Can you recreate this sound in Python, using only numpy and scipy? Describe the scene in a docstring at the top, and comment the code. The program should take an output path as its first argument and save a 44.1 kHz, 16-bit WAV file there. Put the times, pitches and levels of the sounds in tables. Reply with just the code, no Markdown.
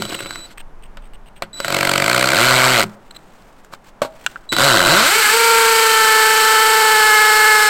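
"""A cordless hammer drill bores into an outdoor brick wall, close to the microphone.
Its speed control whines as the bit creeps and knocks; then the ratchet hammers, one thud and burst of grit
per tooth, slowly in the first run; in the second it speeds up into a loud buzz of fused blows and chatter.
Between the runs a hand brushes the wires, bumps the downspout and grips the drill with plastic clicks.
Behind it lie a rustling sleeve, low wind, a distant hum and a faint scatter from walls and ground."""
import sys
import numpy as np
from scipy import signal
from scipy.io import wavfile
from scipy.ndimage import uniform_filter1d, map_coordinates

SR = 44100
rng = np.random.default_rng(int(sys.argv[2]) if len(sys.argv) > 2 else 0)


def wav_out(sig):
    """Save sig, one row per channel (or a flat mono array), as 16-bit PCM at SR to the path in sys.argv[1]."""
    wavfile.write(sys.argv[1], SR, np.round(np.clip(np.atleast_2d(sig).T, -1, 1) * 32767).astype(np.int16))


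N = 339129
T = np.arange(N) / SR
HZ = np.fft.rfftfreq(4096, 1 / SR)


def amp(db):
    """Decibels to gain."""
    return 10 ** (np.asarray(db) / 20)


def unit(x):
    """Scales to an rms of one."""
    return x / np.sqrt(np.mean(x ** 2) + 1e-20)


def peaked(x):
    """Scales to a peak of one."""
    return x / abs(x).max()


def curve(rows):
    """Points joined by straight lines in time."""
    return np.interp(T, *np.transpose(rows))


def held(start, stop, attack_s=0.00067, release_s=0.0012):
    """Rises from the start, holds, and has fallen to nothing at the stop."""
    return np.clip((T - start) / attack_s, 0, 1) * np.clip((stop - T) / release_s, 0, 1)


def swells(rows):
    """Bell-shaped rises and falls of level."""
    return sum(amp(db) * np.exp(-((T - middle) / spread) ** 2) for middle, spread, db in rows)


def colour(points, resonances=()):
    """A spectrum in dB with resonances laid on it."""
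    hz, db = np.transpose(points)
    base_db = np.interp(np.log(HZ + 1), np.log(hz), db)
    return base_db + sum(gain / (1 + (2 * (HZ - f) / width) ** 2) for f, width, gain in resonances)


def shaped(x, db):
    """Causal (minimum-phase) filter of unit energy with the given spectrum."""
    log_gain = np.log(amp(np.r_[db, db[-2:0:-1]]))
    minimum_phase = np.exp(np.conj(signal.hilbert(log_gain)))
    ring = np.fft.ifft(minimum_phase).real[:len(db)]
    return signal.oaconvolve(x, ring / np.linalg.norm(ring))[:len(x)]


def noise(count=N):
    """White noise."""
    return rng.standard_normal(count)


def drift(hz):
    """Slow chance of rms about one, up to the given rate."""
    knots = noise(N // 20)
    return np.interp(T * hz * 2, np.arange(len(knots)), knots) * np.sqrt(3 / 2)


def patchy(x, depth_db=1.5):
    """Brick crumbles unevenly: the colour changes from moment to moment."""
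    z = signal.stft(x, nperseg=512)[2]
    patches = uniform_filter1d(rng.standard_normal(z.shape), size=9, axis=0)
    patches = unit(uniform_filter1d(patches, size=3, axis=1))
    return unit(signal.istft(z * amp(depth_db * patches), nperseg=512)[1][:len(x)])


def add(mix, s, sound):
    """Lays a sound into the mix at a time."""
    part = mix[max(round(s * SR), 0):][:len(sound)]
    part += sound[:len(part)]


def ringing(modes, t):
    """Decaying modes after one blow."""
    return sum(amp(db) * np.sin(2 * np.pi * hz * t) * np.exp(-np.log(1000) * t / t60)
               for hz, db, t60 in modes)


# at full speed the bit rattles loosely until it seats in its hole
SEATED_AT_S, SEATING_S = 5.33, .04


def looseness():
    """One while the bit wanders, zero once it has seated."""
    return .5 - .5 * np.tanh((T - SEATED_AT_S) / (2 * SEATING_S))


def fused(rate):
    """Zero while the blows are separate, one when they run together."""
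    return np.clip((rate - 220) / 190, 0, 1)


# ratchet teeth, one blow each in a turn of the chuck
TEETH = 16
# hammer speed in the first run: t/s, blow rate f/Hz
FIRST_SPEED = [(1.683, 47.4), (2.02, 46.7), (2.11, 60.8), (2.25, 64), (2.33, 67.9), (2.38, 110),
               (2.45, 126.5), (2.72, 129), (2.81, 104), (2.86, 45)]
# hammer speed in the second run: t/s, blow rate f/Hz
SECOND_SPEED = [(4.586, 79.2), (4.61, 128.9), (4.665, 144.8), (4.78, 92.75), (4.85, 85), (4.9, 147.6),
                (5.03, 240.2), (5.12, 417.6), (5.14, 436), (5.18, 448.8), (5.28, 413.3), (5.3, 431.4),
                (5.38, 461.8), (6.12, 438.1), (6.77, 439.7), (7.14, 427.4), (7.5, 430.3), (7.69, 423.4)]
# colour of drill and wall at low speed: f/Hz, relative level/dB
SLOW = [(60, -12.5), (125, 0.5), (250, -3), (450, -2), (850, -1.5), (1200, -3), (2600, -7.5), (3600, -11.5),
        (6000, -16), (8800, -13.5), (10400, -25.5), (12500, -16.5), (15800, -27.5)]
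# resonances of the drill, bit and wall: f/Hz, width/Hz, level/dB
BODY = [(345, 49, 8.5), (556.4, 51, 11), (687, 63, 9), (803, 90, -5), (1457, 446, 9.5), (1777, 260, -5),
        (2060, 390, 3.5), (3054, 180, 4), (4265, 1500, 9), (7740, 940, 5.5), (9600, 290, 2.5)]
# blows hit harder as the speed rises, up to FULL_FORCE_HZ blows a second
FULL_FORCE_HZ, THUD_DB_PER_OCTAVE, CRACK_DB_PER_OCTAVE = 122, 2, 3.5


def hammer(speed, envelope, thud_db, crack_db, bite_db, dust_db, between_db,
           split_hz=900, burst_s=0.001, uneven_db=-0.86, rebound=0.64):
    """Each ratchet tooth drives the bit into the brick: a low thud and a burst of crushed grit."""
    rate = curve(speed)
    turns = np.cumsum(rate * (T >= speed[0][0])) / SR  # counted in teeth
    count = np.ceil(turns).astype(int)
    teeth = noise(TEETH)[count % TEETH]  # no two teeth strike alike
    blows = np.diff(count, prepend=0) * amp(uneven_db * (teeth + noise()) / np.sqrt(2))
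    low_db = -10 * np.log10(1 + (HZ / split_hz) ** 6)
    high_db = -10 * np.log10(1 + 14 / (1 + (HZ / 520) ** 6))

    thud_body = BODY + [(136, 49, 4.8), (238, 96, 3.3)]
    thud = shaped(np.sqrt(blows * SR / rate), colour(SLOW, thud_body) + low_db)
    # the thud rebounds along the bit, which spreads it in time without colouring it
    gap = np.zeros(round(0.00307 * SR))
    thud = signal.lfilter(np.r_[-rebound, gap, 1], np.r_[1, gap, -rebound], thud)

    # the grit swells as the tooth drops, then dies within a few milliseconds
    burst = np.exp(-abs(np.arange(-400, 401) / SR) / burst_s)
    power = abs(signal.oaconvolve(blows ** 2 * SR / rate, burst / burst.sum(), "same"))
    grit = patchy(noise()) * np.sqrt(power)
    # between blows a steady grinding is left, a touch brighter in the treble
    grit = grit + amp(between_db) * shaped(noise(), colour([(1500, -7.0), (7000, -5.5)]))
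    crack_body = BODY + [(2270, 410, bite_db), (13000, 1900, dust_db)]
    crack = shaped(grit, colour(SLOW, crack_body) + high_db)

    octaves = np.log2(np.minimum(rate / FULL_FORCE_HZ, 1))
    separate = 1 - fused(rate)
    thud = amp(thud_db + THUD_DB_PER_OCTAVE * octaves) * separate * thud
    crack = amp(crack_db + CRACK_DB_PER_OCTAVE * octaves) * np.sqrt(separate) * crack
    return envelope * (thud + crack)


# colour of drill and wall at full speed: f/Hz, relative level/dB
FAST = [(60, -49), (125, -32), (250, -7.5), (450, -22), (850, -3), (1200, 0.5), (2600, 1.5), (3600, -3),
        (6000, -4.5), (8800, 0), (10400, -11), (12500, -2.5), (15800, -12.5)]


def run_up(clang_db=-23.5, from_hz=130, clear_hz=220, slip=0.039, top_hz=2300, ring_db=4):
    """As the blows quicken, the loose bit clangs alike on each one: a stack of overtones sweeps upward."""
    rate = curve(SECOND_SPEED)
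    turns = np.cumsum(rate) / SR + slip * drift(50)
    stack = unit(sum(np.cos(2 * np.pi * (k * turns + rng.random())) for k in range(1, 20)))
    dull_db = -10 * np.log10(1 + (HZ / top_hz) ** 4)
    level = np.clip((rate - from_hz) / (clear_hz - from_hz), 0, 1) * looseness()
    return amp(clang_db) * level * shaped(stack, colour(FAST, BODY + [(2220, 630, ring_db)]) + dull_db)


# the fused blows form a chord; each partial swells as the speed carries it through a resonance:
# multiple of the hammer speed, level/dB on the resonance once seated, resonance f/Hz, width/Hz
CHORD = [(1, -18.5, 454.5, 47.6), (2, -18.5, 878, 340), (3, -17.5, 1380, 570), (4, -14.5, 1712, 116),
         (5, -20, 2135, 115), (5, -22, 2290, 170), (7, -25, 3068, 165)]
# gear tones and the rattle of uneven blows:
# multiple of the hammer speed, level/dB before the gear load, added roughness
UPPER = [(1 + 1 / TEETH, -32, .05), (2.45, -33, .9), (3.53, -26, .99), (10, -30.5, .44),
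         (12.33, -31.5, .06)]
# higher partials flutter more: extra roughness per multiple, and at the seventh
ROUGH_GROWTH, TOP_ROUGH = .22, .1
LOOSE_ROUGH, SEATED_ROUGH, LOOSE_TONE_DB = 0.68, 0.037, -5.5  # loose adds to seated roughness
# the gears sing louder as the load drags the speed below its free-running value
FREE_HZ, GEAR_DB_PER_SAG_HZ, UNLOADED_GEAR_DB = 454, 0.2546, -7.5


def buzz(throb=0.071, wobble=0.25, slip=0.022, waver_db=0.63):
    """The fused blows at full speed; the turning chuck sways every partial, and higher ones are rougher."""
    rate, loose = curve(SECOND_SPEED), looseness()
    turns = np.cumsum(rate) / SR
    chuck = 2 * np.pi * turns / TEETH
    turns = turns + slip * drift(25)
    rattle = SEATED_ROUGH + LOOSE_ROUGH * loose

    partials = []
    for k, db, hz, width in CHORD:
        off_db = -20 * np.log10(1 + (2 * (k * rate - hz) / width) ** 2)
        rough = rattle * (1 + ROUGH_GROWTH * k) + TOP_ROUGH * (k / 7) ** 3
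        partials.append((k, db + off_db + LOOSE_TONE_DB * loose, rough))
    sag_hz = np.maximum(FREE_HZ - rate, 0)
    load_db = UNLOADED_GEAR_DB + GEAR_DB_PER_SAG_HZ * sag_hz * (1 - loose)
    for k, db, rough in UPPER:
        # the purer the tone, the more it follows the load
        partials.append((k, db + load_db * (1 - min(rough, 1)), rattle + rough))

    out = np.zeros(N)
    for k, db, rough in partials:
        start, swell, sway = rng.uniform(0, 2 * np.pi, 3)
        flutter = (1 + rough * (drift(55) + 1j * drift(55))) / np.sqrt(1 + 2 * rough ** 2)
        phase = 2 * np.pi * k * turns + start + wobble * np.sin(chuck + sway)
        level = amp(db + waver_db * np.sqrt(k) * drift(3))
        level = level * (1 + throb * (1 + 1 / k) * np.sin(chuck + swell))
        out += level * (flutter * np.exp(1j * phase)).real
    return np.sqrt(2) * out * fused(rate)


# the bit sinks into the wall, which damps its chatter and its ring: f/Hz, width/Hz, level/dB
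SINKING_S, SUNK_DB, BIT_RING = 1.5, -1.66, (2380, 272, 3.7)


def chatter(chatter_db=-14.5, repeat_share=0.58, slip=0.016, pulsing=0.26, throb_db=1.13, flicker_db=0.16):
    """At full speed the bit chatters in the hole; part of the pattern comes round with each chuck turn."""
    rate = curve(SECOND_SPEED)
    turns = np.cumsum(rate) / SR
    one_turn = noise(1600)
    place = (turns + slip * drift(60)) / TEETH % 1 * len(one_turn)
    repeating = unit(map_coordinates(one_turn, [place], order=3, mode="grid-wrap"))
    grit = np.sqrt(repeat_share) * repeating + np.sqrt(1 - repeat_share) * patchy(noise())
    pulse = np.exp(pulsing * np.cos(2 * np.pi * turns))
    sway_db = throb_db * np.sin(2 * np.pi * turns / TEETH) + flicker_db * drift(90)
    grit = unit(grit * pulse * amp(sway_db)) * np.sqrt(fused(rate))
    # the free length of the bit rings, and is damped as it sinks into the wall
    sunk = np.clip((T - SEATED_AT_S) / SINKING_S, 0, 1)
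    free_ring = shaped(grit, colour(FAST, BODY + [BIT_RING]))
    damped = shaped(grit, colour(FAST, BODY))
    return amp(chatter_db + SUNK_DB * sunk) * ((1 - sunk) * free_ring + sunk * damped)


# whine of the speed control: start t/s, stop t/s, fade/s, level/dB, overtone level/dB relative
WHINE = [(0, .465, .004, -39, -3), (1.531, 1.9, .25, -36, -3), (4.491, 5.099, 0.12, -25.5, -13)]
WHINE_HZ = 3947  # centre of a slight drift


def whine(third_db=-20):
    """The switched motor current sings while the trigger is only partly pulled."""
    out, phase = np.zeros(N), 2 * np.pi * np.cumsum(WHINE_HZ + 6 * drift(5)) / SR
    for start, stop, fade_s, db, overtone_db in WHINE:
        overtones = np.sin(2 * phase) + amp(third_db) * np.sin(3 * phase)
        tone = np.sin(phase) + amp(overtone_db) * overtones
        out += np.sqrt(2) * amp(db) * tone * held(start, stop, release_s=fade_s)
    return out * amp(0.64 * drift(43))


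# the bit grinding slowly without the hammer:
# start t/s, stop t/s, level/dB at the start, level/dB at the stop, before the unevenness
GRIND = [(0, .55, -31, -46.5), (1.533, 1.71, -47, -25.5), (4.52, 4.62, -21.5, -31.5)]


def grind(uneven_db=2.8):
    """The creeping bit grinds on the brick, as unevenly swelling noise through the drill's body."""
    level = np.zeros(N)
    for start, stop, first_db, last_db in GRIND:
        level += amp(curve([(start, first_db), (stop, last_db)])) * held(start, stop, release_s=0.034)
    grit = patchy(noise()) * level * amp(uneven_db * drift(70) + 2 * drift(400))
    tilt_db = colour([(300, 7.0), (600, -3), (1500, 0.0), (2800, 3.0)])
    return shaped(grit, colour(SLOW, BODY) + tilt_db)


# single knocks of the bit on the brick:
# t/s, peak level/dB before the knock trim, treble level/dB against the middle
KNOCKS = [(.021, -5.5, 0.5), (.052, -11.5, 2), (.124, -15, -5), (0.15, -18, 6), (.205, -15.5, -3),
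          (.259, -14, -11), (.307, -13.5, 0), (0.357, -13.5, 0), (.971, -22.5, -10), (1.422, -7.5, -6.5),
          (1.602, -5.5, 2.5), (1.646, -3.5, 1), (1.681, -3.5, -1), (2.832, -6.5, 4), (3.422, -41, 6),
          (3.647, -32, 7), (3.725, -29, -6), (3.736, -17.5, -6), (4.526, -2, -1), (4.565, -0.5, -1)]


def knocks(trim_db=-1.0, knock_s=0.0015, tail_db=-19, tail_s=0.012, bass_db=-7):
    """The bit knocks against the brick: noise with a quick fall and a weaker, longer tail."""
    out, t = np.zeros(N), T[:4000]
    fall = (1 - np.exp(-t / 0.0006)) * (np.exp(-t / knock_s) + amp(tail_db) * np.exp(-t / tail_s))
    for s, db, treble_db in KNOCKS:
        tilt_db = colour([(300, bass_db), (1200, 0.16), (2400, 0.49), (7000, treble_db)])
        knock = shaped(patchy(noise(len(t))) * fall, colour(SLOW, BODY) + tilt_db)
        add(out, s, amp(db + trim_db) * peaked(knock))
    return out


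# low jolts of the drill as it stalls: t/s, level/dB
JOLTS = [(0, -21.5), (1.431, -35), (2.835, -19.5)]
# the modes of the housing they ring: f/Hz, relative level/dB, t60/s
HOUSING = [(114.6, -8.5, 0.3), (171, -5, 0.23), (209, -5.5, 0.37), (363, -8, 0.19), (388, -1.5, 0.09)]


def jolts():
    """The stalling drill jolts, and its housing rings in low decaying modes."""
    out, t = np.zeros(N), T[:SR // 2]
    for s, db in JOLTS:
        add(out, s, amp(db) * ringing(HOUSING, t) * (1 - np.exp(-t / 0.002)))
    return out


# light squeaky scrapes as the drill shifts: t/s, length/s, level/dB
SQUEAKS = [(.105, 0.0082, -31), (.144, 0.0093, -23), (.19, .02, -29.5), (.575, .04, -38),
           (.824, 0.042, -49.5), (1.017, .06, -54.5), (1.135, .024, -47.5), (1.26, .032, -51),
           (1.358, .032, -48.5), (1.428, 0.013, -39)]
# the rings of the squeaks: f/Hz, width/Hz, level/dB
SQUEAK_RINGS = [(2840, 900, 10.3), (8380, 940, 25)]
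# the hand brushing the wires: t/s, length/s, level/dB
WIRE_TOUCHES = [(3.108, 0.0077, -38.5), (3.147, 0.025, -39.5)]
# the rings of the wires: f/Hz, width/Hz, level/dB
WIRE_RINGS = [(4030, 500, 20), (7830, 1200, 24)]
# colour of both kinds of scrape: f/Hz, relative level/dB
SCRAPE_COLOUR = [(300, -2), (1400, 6), (3500, 1.5), (6000, -13), (11500, -16), (14200, -6), (16000, -14)]


def scrapes(rows, rings, uneven_db=4):
    """Short stuttering scrapes with a thin ring."""
    out, stutter = np.zeros(N), noise() * amp(uneven_db * drift(140))
    for s, length, db in rows:
        stroke = unit(stutter[round(s * SR):][:round(length * SR)])
        with_room = np.r_[stroke, 0 * stroke]  # silence for the ring to die in
        add(out, s, amp(db) * shaped(with_room, colour(SCRAPE_COLOUR, rings)))
    return out


# hollow bumps on the downspout: t/s, peak level/dB of the modes
BUMPS = [(4.018, -3.5), (4.048, -15.5)]
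# modes of the downspout: f/Hz, relative level/dB, t60/s
SPOUT = [(255, -23.5, 0.16), (517, -2, 0.024), (581, 3, 0.036), (644, -21, 0.3), (810, -24.5, 0.26),
         (940, -17.5, 0.11), (1135, 4, 0.015), (2270, -10, 0.016)]


def downspout(rattle_db=-13, rattle_s=0.014):
    """The hand bumps the hollow downspout, which rings in its modes over a short rattle."""
    out, t = np.zeros(N), T[:12000]
    for s, db in BUMPS:
        rattle = shaped(noise(len(t)) * np.exp(-t / rattle_s), colour(SLOW, BODY))
        hollow = peaked(ringing(SPOUT, t) * (1 - np.exp(-t / 0.0023)))
        add(out, s, amp(db) * (hollow + amp(rattle_db) * rattle))
    return out


# plastic clicks as the hand takes hold:
# t/s, peak level/dB of the modes, relative snap level/dB before the snap lift
CLICKS = [(4.2636, -10, 6), (4.271, -17, -9), (4.3586, -18.5, -21), (4.363, -20.5, -25)]
# modes of the drill's shell: f/Hz, relative level/dB, t60/s
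SHELL = [(1390, -1, 0.011), (1465, 2, 0.017)]
# colour of the snap: f/Hz, relative level/dB
SNAP = [(300, -31), (1200, -3), (2200, -10), (2800, 7.5), (3500, -2), (4500, -12.5), (6400, -14),
        (7800, -9), (10000, -32), (16000, -30)]


def grip(snap_s=0.0022, snap_lift_db=3.5):
    """The hand takes hold of the drill: the plastic shell rings briefly under a noisy snap."""
    out, t = np.zeros(N), T[:12000]
    for s, db, snap_db in CLICKS:
        snap = peaked(shaped(noise(len(t)) * np.exp(-t / snap_s), colour(SNAP)))
        shell = peaked(ringing(SHELL, t) * (1 - np.exp(-t / 0.00077)))
        add(out, s, amp(db) * (shell + amp(snap_db + snap_lift_db) * snap))
    return out


# swishes of the jacket sleeve, and a light fall of dust at 2.87 s: middle t/s, spread/s, level/dB before the
# flutter
SWISHES = [(2.87, .06, -48), (3.35, 0.4, -56), (3.735, 0.015, -40), (3.875, 0.025, -44.5),
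           (4.27, 0.16, -48)]
# colour of the cloth: f/Hz, relative level/dB
CLOTH = [(200, 6), (1500, 6.5), (3500, 1), (6000, -4.5), (8200, -2), (10300, -13), (13000, -11),
         (16000, -9)]


def sleeve():
    """The jacket sleeve rustles and a little dust falls: fluttering noise in bell-shaped swells."""
    return swells(SWISHES) * amp(2.9 * drift(68)) * shaped(noise(), colour(CLOTH))


def yard(x, low_t60=1.0, high_t60=0.19):
    """A faint scatter from walls and ground, lasting longest in the bass."""
    hz, t, z = signal.stft(noise(SR // 2), SR, nperseg=256)
    t60 = np.interp(hz, [200, 2500], [low_t60, high_t60])[:, None]
    decay = np.exp(-np.log(1000) * t / t60) * (t > .005)
    tail = signal.istft(z * decay, SR, nperseg=256)[1]
    return signal.oaconvolve(x, tail / np.linalg.norm(tail))[:N]


# gusts on the microphone: middle t/s, spread/s, level/dB
GUSTS = [(1.0, 0.47, -37), (4.85, 0.11, -40)]


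def wind(breeze_db=-46):
    """Low wind on the microphone: a steady breeze of deep noise, swelling in gusts."""
    rumble = shaped(noise(), colour([(12, 1.0), (25, 1), (60, -24.5), (200, -33), (1000, -95)]))
    return (amp(breeze_db) + swells(GUSTS)) * rumble


# colour of the outdoor air: f/Hz, relative level/dB
AIR = [(40, -17), (200, -1), (300, -6), (900, -5.5), (1500, -12), (2500, -21.5), (4000, -29.5),
       (8000, -34.5), (16000, -43)]


def neighbourhood(air_db=-49):
    """Distant hum of the neighbourhood: dull noise with a slightly drifting level."""
    return amp(air_db + 0.4 * drift(4.8)) * shaped(noise(), colour(AIR))


def scene(yard_db=-29):
    """Everything is heard from the middle."""
    first = hammer(FIRST_SPEED, held(1.658, 2.855, attack_s=.08, release_s=0.051),
                   thud_db=-20.0, crack_db=-12.5, bite_db=5.5, dust_db=-0.5, between_db=-7.5)
    second = hammer(SECOND_SPEED, held(4.57, T[-1], attack_s=0.011),
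                    thud_db=-19, crack_db=-12.5, bite_db=-4.5, dust_db=-0.5, between_db=-7)
    drill = first + second + run_up() + buzz() + chatter() + whine() + grind() + knocks() + jolts()
    squeaks = scrapes(SQUEAKS, SQUEAK_RINGS)
    hand = scrapes(WIRE_TOUCHES, WIRE_RINGS) + downspout() + grip()
    near = drill + squeaks + hand
    background = sleeve() + wind() + neighbourhood()
    return np.tile(near + amp(yard_db) * yard(near) + background, (2, 1))


def record(dry, drive_db=-0.17, ceiling=0.72, edge_hz=16100):
    """The microphone's loudest peaks are rounded off; then the band limit."""
    x = dry * amp(drive_db)
    x = x / (1 + (x / ceiling) ** 6) ** (1 / 6)
    low_pass = signal.firwin(511, edge_hz, window=("kaiser", 9), fs=SR)
    return signal.oaconvolve(x, low_pass[None], "same", axes=1)


dry = scene()
out = record(dry)
wav_out(out)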